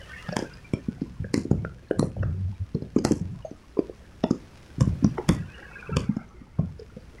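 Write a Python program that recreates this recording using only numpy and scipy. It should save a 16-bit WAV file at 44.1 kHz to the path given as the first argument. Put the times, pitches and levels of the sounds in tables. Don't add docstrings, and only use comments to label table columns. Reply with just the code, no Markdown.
import sys
import numpy as np
from scipy import signal
from scipy.fft import rfft, irfft, next_fast_len
from scipy.io import wavfile
from scipy.ndimage import uniform_filter1d, map_coordinates

SR = 44100
rng = np.random.default_rng(int(sys.argv[2]) if len(sys.argv) > 2 else 0)


def unload_wav(signal):
    wavfile.write(
        sys.argv[1],
        SR,
        np.round(np.clip(np.atleast_2d(signal).T, -1, 1) * 32767).astype(np.int16),
    )


N = 317520

# time_s, level_db
ROAD_LEVELS = [(0, -52), (1.8, -56.5), (3.8, -54.5), (5.1, -49), (6.35, -60), (7.2, -52.5)]
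# freq_hz, density_db
TRAFFIC_SPECTRUM = [(20, -0.5), (42, 5), (62, 14.5), (130, -8), (280, -9), (450, -30), (900, -56),
                    (2500, -70)]
# freq_hz, density_db
ROAD_SPECTRUM = [(150, 17.5), (400, 9), (800, 2), (1700, -0.5), (2800, -15.5), (4500, -24.5), (9000, -45),
                 (16000, -63)]
# freq_hz, density_db
HISS_SPECTRUM = [(1000, -2), (2500, 2), (3900, -3.5), (5500, -3), (7500, -10), (11000, -12), (13000, -22),
                 (15500, -18)]
# freq_hz, density_db
RUMBLE_SPECTRUM = [(20, -61), (45, -2.5), (90, 7), (125, 6.5), (175, 4.5), (260, -14.5), (450, -24.5),
                   (1000, -37.5), (3000, -89)]
# start_s, hold_s, level_db
RUMBLES = [(0.37, 0.04, -44), (.92, 0.24, -46), (1.216, 0.46, -41.5), (1.534, 0.085, -29),
           (1.999, 0.032, -26), (2.189, 0.11, -27.5), (3.092, 0.26, -36.5), (4.845, 0.073, -25.5),
           (5.051, 0.025, -26.5), (5.299, 0.11, -31), (5.92, 0.065, -28.5), (6.614, 0.025, -29)]
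# start_s, length_s, level_db
FLUTTER_SPELLS = [(2.128, 0.29, -30), (2.322, 0.26, -26.5), (2.587, 0.068, -25.5), (3.15, 0.24, -35.5)]
# abreast_s,
# chirp_db, chirp_hz, wash_db, hiss_db
CARS = [(.25, -40, 1665, -59, -57), (5.87, -38.5, 1450, -54, -64)]
# pitch_ratio, level_db, scatter_oct
CHIRP_BANDS = [(0.298, -5, .29), (.7, -5, 0.52), (1.028, 3, 0.267), (1.649, -3, 0.224)]
# time_s, level_db, pitch_hz, life_s
RINGS = [(0.167, -36, 1820, 0.0044), (0.327, -28, 610, 0.0028), (0.327, -37, 1650, 0.007),
         (.393, -29, 529, 0.0017), (.425, -26, 471, 0.0021), (.538, -45, 4930, .003),
         (0.651, -46, 2360, 0.0083), (0.736, -30, 2340, 0.00097), (.737, -40, 3200, 0.0011),
         (.737, -40, 5430, 0.0011), (1.246, -34, 474, 0.0026), (1.245, -33, 1624, 0.0012),
         (1.342, -18, 2060, 0.00051), (1.65, -22.5, 1407, 0.00066), (1.911, -23, 1584, 0.00093),
         (1.912, -37.5, 2950, 0.00078), (1.995, -24, 4190, 0.00049), (1.9955, -30, 9400, .0008),
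         (2.168, -30.5, 536, 0.0018), (2.753, -22, 387, 0.0022), (2.986, -38, 6500, 0.00094),
         (3.051, -16.5, 487, 0.00071), (3.05, -23, 4180, 0.00043), (3.451, -28.5, 635, 0.0028),
         (3.452, -48, 6430, 0.0017), (3.772, -24.5, 418, 0.0029), (3.773, -31.5, 1020, 0.0019),
         (4.239, -16, 633, 0.0014), (4.239, -25.5, 3500, 0.00047), (4.308, -29, 1240, 0.001),
         (4.808, -26.5, 513, 0.0025), (4.809, -26.5, 1060, 0.0017), (5.045, -23.5, 5780, 0.0005),
         (5.183, -23.5, 858, 0.0019), (5.187, -20.5, 358, .0025), (5.546, -43, 2850, .003),
         (5.629, -37.5, 1623, 0.0035), (5.764, -37, 1636, 0.0077), (5.828, -37, 1470, .003),
         (5.896, -30.5, 425, 0.0048), (5.931, -34, 1340, 0.0082), (6.168, -34.5, 770, 0.0015),
         (6.195, -43, 1354, .003), (6.588, -34, 1070, 0.00098), (6.969, -37.5, 500, 0.0025),
         (7.186, -42.5, 2050, .002)]
# time_s, thump_db, thump_hz, rise_s
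HAND_DROPS = [(.886, -15.5, 190, 0.0031), (1.203, -18.5, 80, 0.0045), (1.222, -22, 110, .005),
              (1.245, -25.5, 169, 0.0058), (1.454, -20.5, 300, 0.0032), (2.0708, -21.5, 228, 0.002),
              (3.214, -19, 147, 0.0082), (3.5143, -27.5, 270, 0.0024), (3.897, -25, 415, 0.0028),
              (4.7844, -14, 104, 0.003), (4.876, -6.5, 80, 0.0026), (5.027, -16, 230, 0.0052),
              (6.0947, -14, 199, 0.0066), (6.418, -34.5, 253, 0.0067), (6.82, -34.5, 430, .0074),
              (6.9682, -32.5, 189, 0.0067)]
# time_s, thump_db, thump_hz, rise_s, smack_db, edge_hz, spray_db, spray_hz
PHONE_DROPS = [(.29, -21.5, 166, 0.0062, -27, 3800, -41, 4050),
               (.327, -25, 458, 0.0016, -48, 2000, -35, 4630),
               (0.3671, -21, 184, .0045, -14.5, 3600, -23, 5140),
               (.391, -20.5, 284, 0.0019, -46, 1070, -33, 4800),
               (.427, -22.5, 282, 0.0032, -44, 700, -44, 5000),
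               (0.7368, -8.5, 193, .0017, -33.5, 1100, -43, 8200),
               (1.0185, -17, 240, .004, -46, 6000, -47.5, 4050),
               (1.342, -9, 268, 0.003, -23.5, 5860, -21, 4600),
               (1.378, -10.5, 220, 0.0028, -36.5, 2540, -34, 7500),
               (1.514, -3.5, 150, 0.0019, -27.5, 1410, -41.5, 6240),
               (1.649, -22, 460, .0021, -38, 1950, -62, 6100),
               (1.9114, -7.5, 403, 0.0023, -33.5, 2460, -52, 9300),
               (1.995, -7.5, 198, 0.0025, -19.5, 1580, -27.5, 8900),
               (2.0282, -11, 402, 0.0018, -27.5, 1250, -41, 4200),
               (2.2318, -16, 81, 0.0027, -23, 1550, -53, 5600),
               (2.749, -15, 162, 0.0046, -43, 1410, -43.5, 4350),
               (2.823, -17.5, 150, 0.0018, -55, 3820, -50.5, 4260),
               (2.9641, -5, 254, 0.0031, -31.5, 2260, -42, 6540),
               (2.987, -18.5, 336, 0.0035, -35.5, 6000, -35, 6030),
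               (3.0503, -5.5, 188, 0.0021, -14.5, 1740, -18, 6040),
               (3.1112, -8, 293, 0.0026, -44, 5090, -50, 7400),
               (3.1201, -10, 204, .0024, -31, 5850, -27, 7600),
               (3.7912, -7.5, 359, 0.0026, -37, 3490, -47, 4800),
               (4.24, -8, 251, 0.0021, -20.5, 2270, -35, 4800),
               (4.3101, -8.5, 238, 0.0024, -43, 1110, -30.5, 5540),
               (4.808, -13, 191, 0.0049, -26, 5950, -27, 6900),
               (4.8157, -7, 133, 0.0045, -29, 770, -35, 7100),
               (5.0461, -4, 195, 0.0037, -29.5, 1500, -33.5, 4600),
               (5.182, -35, 377, 0.0057, -21, 1380, -52, 5500),
               (5.2906, -4, 99, 0.0026, -15, 4460, -22, 9600),
               (5.2967, -5, 174, 0.0023, -23, 2000, -44, 6700),
               (5.9687, -6.5, 135, 0.0027, -14.5, 5900, -23, 4300),
               (6.1689, -19.5, 200, .0045, -35, 1500, -46.5, 5800),
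               (6.593, -10.5, 151, 0.0042, -25.5, 940, -62, 4970),
               (6.797, -34, 453, .0063, -50, 2600, -44, 4600)]
# freq_hz, density_db
SMACK_SPECTRUM = [(150, 2.5), (500, 9.5), (900, 8), (1600, 3.5), (2900, -0.5), (4000, -3.5), (9000, -28.5)]
# freq_hz, density_db
SPRAY_SPECTRUM = [(1500, -54), (3600, 4.5), (5600, 4), (7500, 0), (11000, -4.5), (13000, -19),
                  (16000, -29.5)]
# time_s, centre_hz
NOTCH_TRACK = [(.4, 4060), (1.3, 3500), (2, 3050), (3, 3680), (4.3, 4180), (6, 3980)]

HISS_VS_ROAD_DB = -10.5
BREEZE_DB, BREEZE_SWING_DB = -57.5, 5.5
RUMBLE_ATTACK_S, RUMBLE_RELEASE_S, FLUTTER_HZ = 0.018, 0.052, 94
CLOSING_M_PER_S, GAP_M, RIDER_SHADE_DB = 14.4, 3.9, 8.5
CHIRP_LIFE_S, CHIRP_SINK = 0.0059, 0.1296
GLANCING_BELOW_DB, GLANCING_RANGE_DB = -25, 9.5
CONTACT_S, GLANCING_EXTRA_S = 0.0006, 0.000887
SPRAY_FALL_DB, GLANCING_FALL_DB = 3.5, 51
SWELL_RISE_S, SWELL_DB = 0.0047, -11.5
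NOTCH_DEPTH_DB, NOTCH_HALF_WIDTH_HZ = 20, 400
PORT_LEAK_HZ, BAND_LIMIT_HZ = 56.6, 15800


def amp(db):
    return 10 ** (np.asarray(db) / 20)


def unit_rms(x):
    return x / np.sqrt(np.mean(x ** 2) + 1e-20)


def density_db(spectrum, hz):
    knots_hz, knots_db = np.transpose(spectrum)
    return np.interp(np.log(hz + 1), np.log(knots_hz + 1), knots_db)


def wobble(rate_hz, size=N):
    knots = rng.standard_normal(int(size * rate_hz / SR) + 4)
    return map_coordinates(knots, [np.arange(size) * rate_hz / SR])


def filtered(x, response):
    size = next_fast_len(len(x) + SR // 2)
    return irfft(rfft(x, size) * response(np.fft.rfftfreq(size, 1 / SR)), size)[:len(x)]


def noise(spectrum):
    return unit_rms(filtered(rng.standard_normal(N), lambda hz: amp(density_db(spectrum, hz))))


def add(track, start_s, sound):
    start = int(np.clip(round(start_s * SR), 0, len(track)))
    track[start:start + len(sound)] += sound[:len(track) - start]


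def passing(since_s):
    behind_m = CLOSING_M_PER_S * since_s
    distance_m = np.hypot(behind_m, GAP_M)
    bearing = behind_m / distance_m
    return (GAP_M / distance_m) ** 2 * amp(-RIDER_SHADE_DB * np.maximum(bearing, 0)), bearing


def patter(count=1800):
    landings = rng.integers(0, N, count)
    heights = rng.choice([-1, 1], count) * amp(3.7 * np.minimum(rng.exponential(size=count), 4.6))
    ticks = np.bincount(landings, heights, N)
    colour = lambda hz: amp(density_db(HISS_SPECTRUM, hz)) / (1 + (hz / 10500) ** 4)
    return unit_rms(filtered(ticks, colour))


def street():
    t = np.arange(N) / SR
    road_db = np.interp(t, *np.transpose(ROAD_LEVELS))
    wash_gain, hiss_gain = amp(road_db), amp(road_db + HISS_VS_ROAD_DB)
    for abreast_s, _, _, wash_db, hiss_db in CARS:
        gain, _ = passing(t - abreast_s)
        wash_gain = np.hypot(wash_gain, amp(wash_db) * gain ** 0.27)
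        hiss_gain = np.hypot(hiss_gain, amp(hiss_db) * gain ** 0.56)
    rumble = amp(-50.5) * noise(TRAFFIC_SPECTRUM)
    wash = wash_gain * amp(0.28 * wobble(45)) * noise(ROAD_SPECTRUM)
    hiss = hiss_gain * (amp(0.5 + wobble(410)) * noise(HISS_SPECTRUM) + amp(-3.5) * patter())
    return rumble + wash + hiss


def port_rumble():
    t = np.arange(N) / SR
    power = amp(BREEZE_DB + BREEZE_SWING_DB * wobble(1.96)) ** 2
    for start_s, hold_s, level_db in RUMBLES:
        attack = np.maximum(start_s - t, 0) / RUMBLE_ATTACK_S
        release = np.maximum(t - start_s - hold_s, 0) / RUMBLE_RELEASE_S
        power += (amp(level_db) * np.exp(-attack - release)) ** 2
    rumble = noise(RUMBLE_SPECTRUM)
    local_rms = np.sqrt(np.abs(uniform_filter1d(rumble ** 2, size=2200)) + 1e-6)
    return np.sqrt(power) * rumble / local_rms


def flutter():
    t = np.arange(N) / SR
    envelope = sum(amp(level_db) * np.sin(np.pi * np.clip((t - start_s) / length_s, 0, 1)) ** 2
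                   for start_s, length_s, level_db in FLUTTER_SPELLS)
    phase = 2 * np.pi * np.cumsum(FLUTTER_HZ * (1 + 0.0553 * wobble(30))) / SR
    beat = np.sin(phase) + 0.18 * wobble(25.15) * np.sin(2 * phase)
    return envelope * unit_rms(beat + amp(-19) * noise(RUMBLE_SPECTRUM))


def chirps(chirps_per_band=200, span_s=1.7):
    out, t = np.zeros(N), np.arange(SR // 8) / SR
    roughness = wobble(230)
    for abreast_s, chirp_db, chirp_hz, _, _ in CARS:
        for pitch_ratio, band_db, scatter_oct in CHIRP_BANDS:
            for when, detune, force, length, offset in rng.random((chirps_per_band, 5)):
                since_s = span_s * (when - .5)
                gain, bearing = passing(since_s)
                stray = 2 * detune - 1
                centre_hz = chirp_hz * pitch_ratio * (1 - CHIRP_SINK * bearing)
                pitch_hz = centre_hz * 2 ** (scatter_oct * stray * abs(stray))
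                age = t / (CHIRP_LIFE_S * (.5 + 2 * length))
                jitter = roughness[int(offset * (N - len(t))):][:len(t)]
                envelope = age * np.exp(1 - age) * (1 + .5 * jitter[::-1])
                chirp = envelope * np.sin(2 * np.pi * (pitch_hz * t + offset) + 0.26 * jitter)
                level_db = chirp_db + band_db - 17.5 + 14.4 * force ** 3
                if abreast_s + since_s > 0:
                    add(out, abreast_s + since_s, gain ** 0.83 * amp(level_db) * chirp)
    return out


def plink(pitch_hz, life_s, size=6000):
    t = np.arange(size) / SR
    ring = t / life_s * np.exp(1 - t / life_s)
    tail = np.exp(-t / 0.031) * (1 - np.exp(-t / life_s))
    tremble = amp(-6) * min(life_s / 0.0026, 1) * (1 + 1.1 * wobble(225.4, size)) * tail
    return (ring + tremble) * np.sin(2 * np.pi * pitch_hz * t + .5 * wobble(310, size))


def droplets(count=170):
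    out = np.zeros(N)
    for when, smallness, force in rng.random((count, 3)):
        level_db = -55.5 + 8.5 * force ** 3 - 9 * smallness
        tick = plink(pitch_hz=330 * 24 ** smallness, life_s=0.011 * 0.054 ** smallness)
        add(out, when * N / SR, amp(level_db) * tick)
    return out


def rings():
    out = np.zeros(N)
    for time_s, level_db, pitch_hz, life_s in RINGS:
        add(out, time_s - life_s, amp(level_db - 2.5) * plink(pitch_hz, life_s))
    return out


def with_wash(hit, wash_db, life_s, steepness, grit_db, size=12000):
    t = np.arange(size) / SR
    grit = rng.standard_normal(size) * amp(grit_db * wobble(499.5, size))
    coloured = unit_rms(irfft(rfft(hit, size) * rfft(grit), size))
    wash = coloured * np.exp(-(t / life_s) ** steepness) * (1 - np.exp(-t / 0.0013))
    wash *= amp(wash_db) * np.linalg.norm(hit) / np.linalg.norm(wash)
    return np.pad(hit, (0, size - len(hit))) + wash


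def thump(pitch_hz, rise_s, size=3000):
    t = np.arange(size) / SR
    push = (t / rise_s * np.exp(1 - t / rise_s)) ** 3
    air = np.sin(2 * np.pi * pitch_hz * (t - rise_s))
    knock_db = -19.5 - 8.9 * np.log2(rise_s / 0.0021)
    knock = amp(knock_db) * np.sin(2 * np.pi * (pitch_hz + 270) * (t - rise_s))
    rumble_db = -4.5 - 7.6 * max(np.log2(pitch_hz / 260), 0)
    pressure = with_wash(push * (air + knock), rumble_db, life_s=0.024, steepness=0.79, grit_db=3)
    return signal.lfilter(*signal.butter(2, PORT_LEAK_HZ, 'high', fs=SR), pressure)


def drop_thumps():
    out = np.zeros(N)
    for time_s, thump_db, thump_hz, rise_s, *_ in PHONE_DROPS + HAND_DROPS:
        add(out, time_s - 0.714 * rise_s, amp(thump_db) * thump(thump_hz, rise_s))
    return out


def snap(spectrum, contact_s, shape_db, ripple_db, ripple_hz, size=2048):
    hz = np.fft.rfftfreq(size, 1 / SR)
    ripple = np.clip(map_coordinates(rng.standard_normal(size), [hz / ripple_hz]), -2, 1)
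    colour_db = np.maximum(density_db(spectrum, hz) + shape_db(hz), -70) + ripple_db * ripple
    age = np.arange(size) / SR / contact_s
    burst = rfft(rng.standard_normal(size) * age * np.exp(-age))
    burst_colour = np.abs(burst) + .1 * np.abs(burst).mean()
    cepstrum = irfft(np.log(amp(colour_db) / burst_colour))
    cepstrum[size // 2:] = 0
    sound = irfft(burst * np.exp(2 * rfft(cepstrum)))
    return sound / np.linalg.norm(sound) * np.sqrt(SR / 1000)


def lead_in(crack):
    before_s = np.arange(SR // 100)[::-1] / SR
    swell = rng.standard_normal(len(before_s)) * np.exp(-before_s / SWELL_RISE_S)
    return amp(SWELL_DB) * signal.fftconvolve(crack, swell / np.linalg.norm(swell)), before_s[0]


def drop_cracks():
    out = np.zeros(N)
    for time_s, _, _, _, smack_db, edge_hz, spray_db, spray_hz in PHONE_DROPS:
        glancing = np.clip((GLANCING_BELOW_DB - spray_db) / GLANCING_RANGE_DB, 0, 1)
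        contact_s = CONTACT_S + GLANCING_EXTRA_S * glancing
        fall_db = SPRAY_FALL_DB + GLANCING_FALL_DB * glancing
        notch_hz = np.interp(time_s, *np.transpose(NOTCH_TRACK))
        notch_db = lambda hz: -NOTCH_DEPTH_DB * np.exp(-((hz - notch_hz) / NOTCH_HALF_WIDTH_HZ) ** 4)
        lowpass_db = lambda hz: notch_db(hz) - 10 * np.log10(1 + (hz / edge_hz) ** 6)
        bandpass_db = lambda hz: notch_db(hz) - fall_db * np.log2((hz + 1) / spray_hz) ** 2
        smack = snap(SMACK_SPECTRUM, contact_s, lowpass_db, 6 + 3.8 * glancing, ripple_hz=271)
        spray = snap(SPRAY_SPECTRUM, contact_s, bandpass_db, 2.5 + 6.6 * glancing, ripple_hz=382)
        smack, spray = amp(smack_db) * smack, amp(spray_db) * spray
        mids = with_wash(smack, wash_db=-6 - 3.1 * glancing, life_s=0.072, steepness=2.1, grit_db=0)
        highs = with_wash(spray, wash_db=-8.5 - 2.7 * glancing, life_s=0.077, steepness=2.15, grit_db=5)
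        add(out, time_s - contact_s, mids + highs)
        swell, lead_s = lead_in(smack + spray)
        add(out, time_s - contact_s - lead_s, amp(6.3 * glancing) * swell)
    return out


def scene():
    rain = drop_thumps() + drop_cracks() + rings() + droplets()
    return (rain + chirps() + port_rumble() + flutter() + street())[None]


def record(dry):
    ceiling = 0.53
    clipped = dry[0] / (1 + np.abs(dry[0] / ceiling) ** 6) ** (1 / 6)
    return filtered(clipped, lambda hz: hz < BAND_LIMIT_HZ)[None]


dry = scene()
out = record(dry)
unload_wav(out)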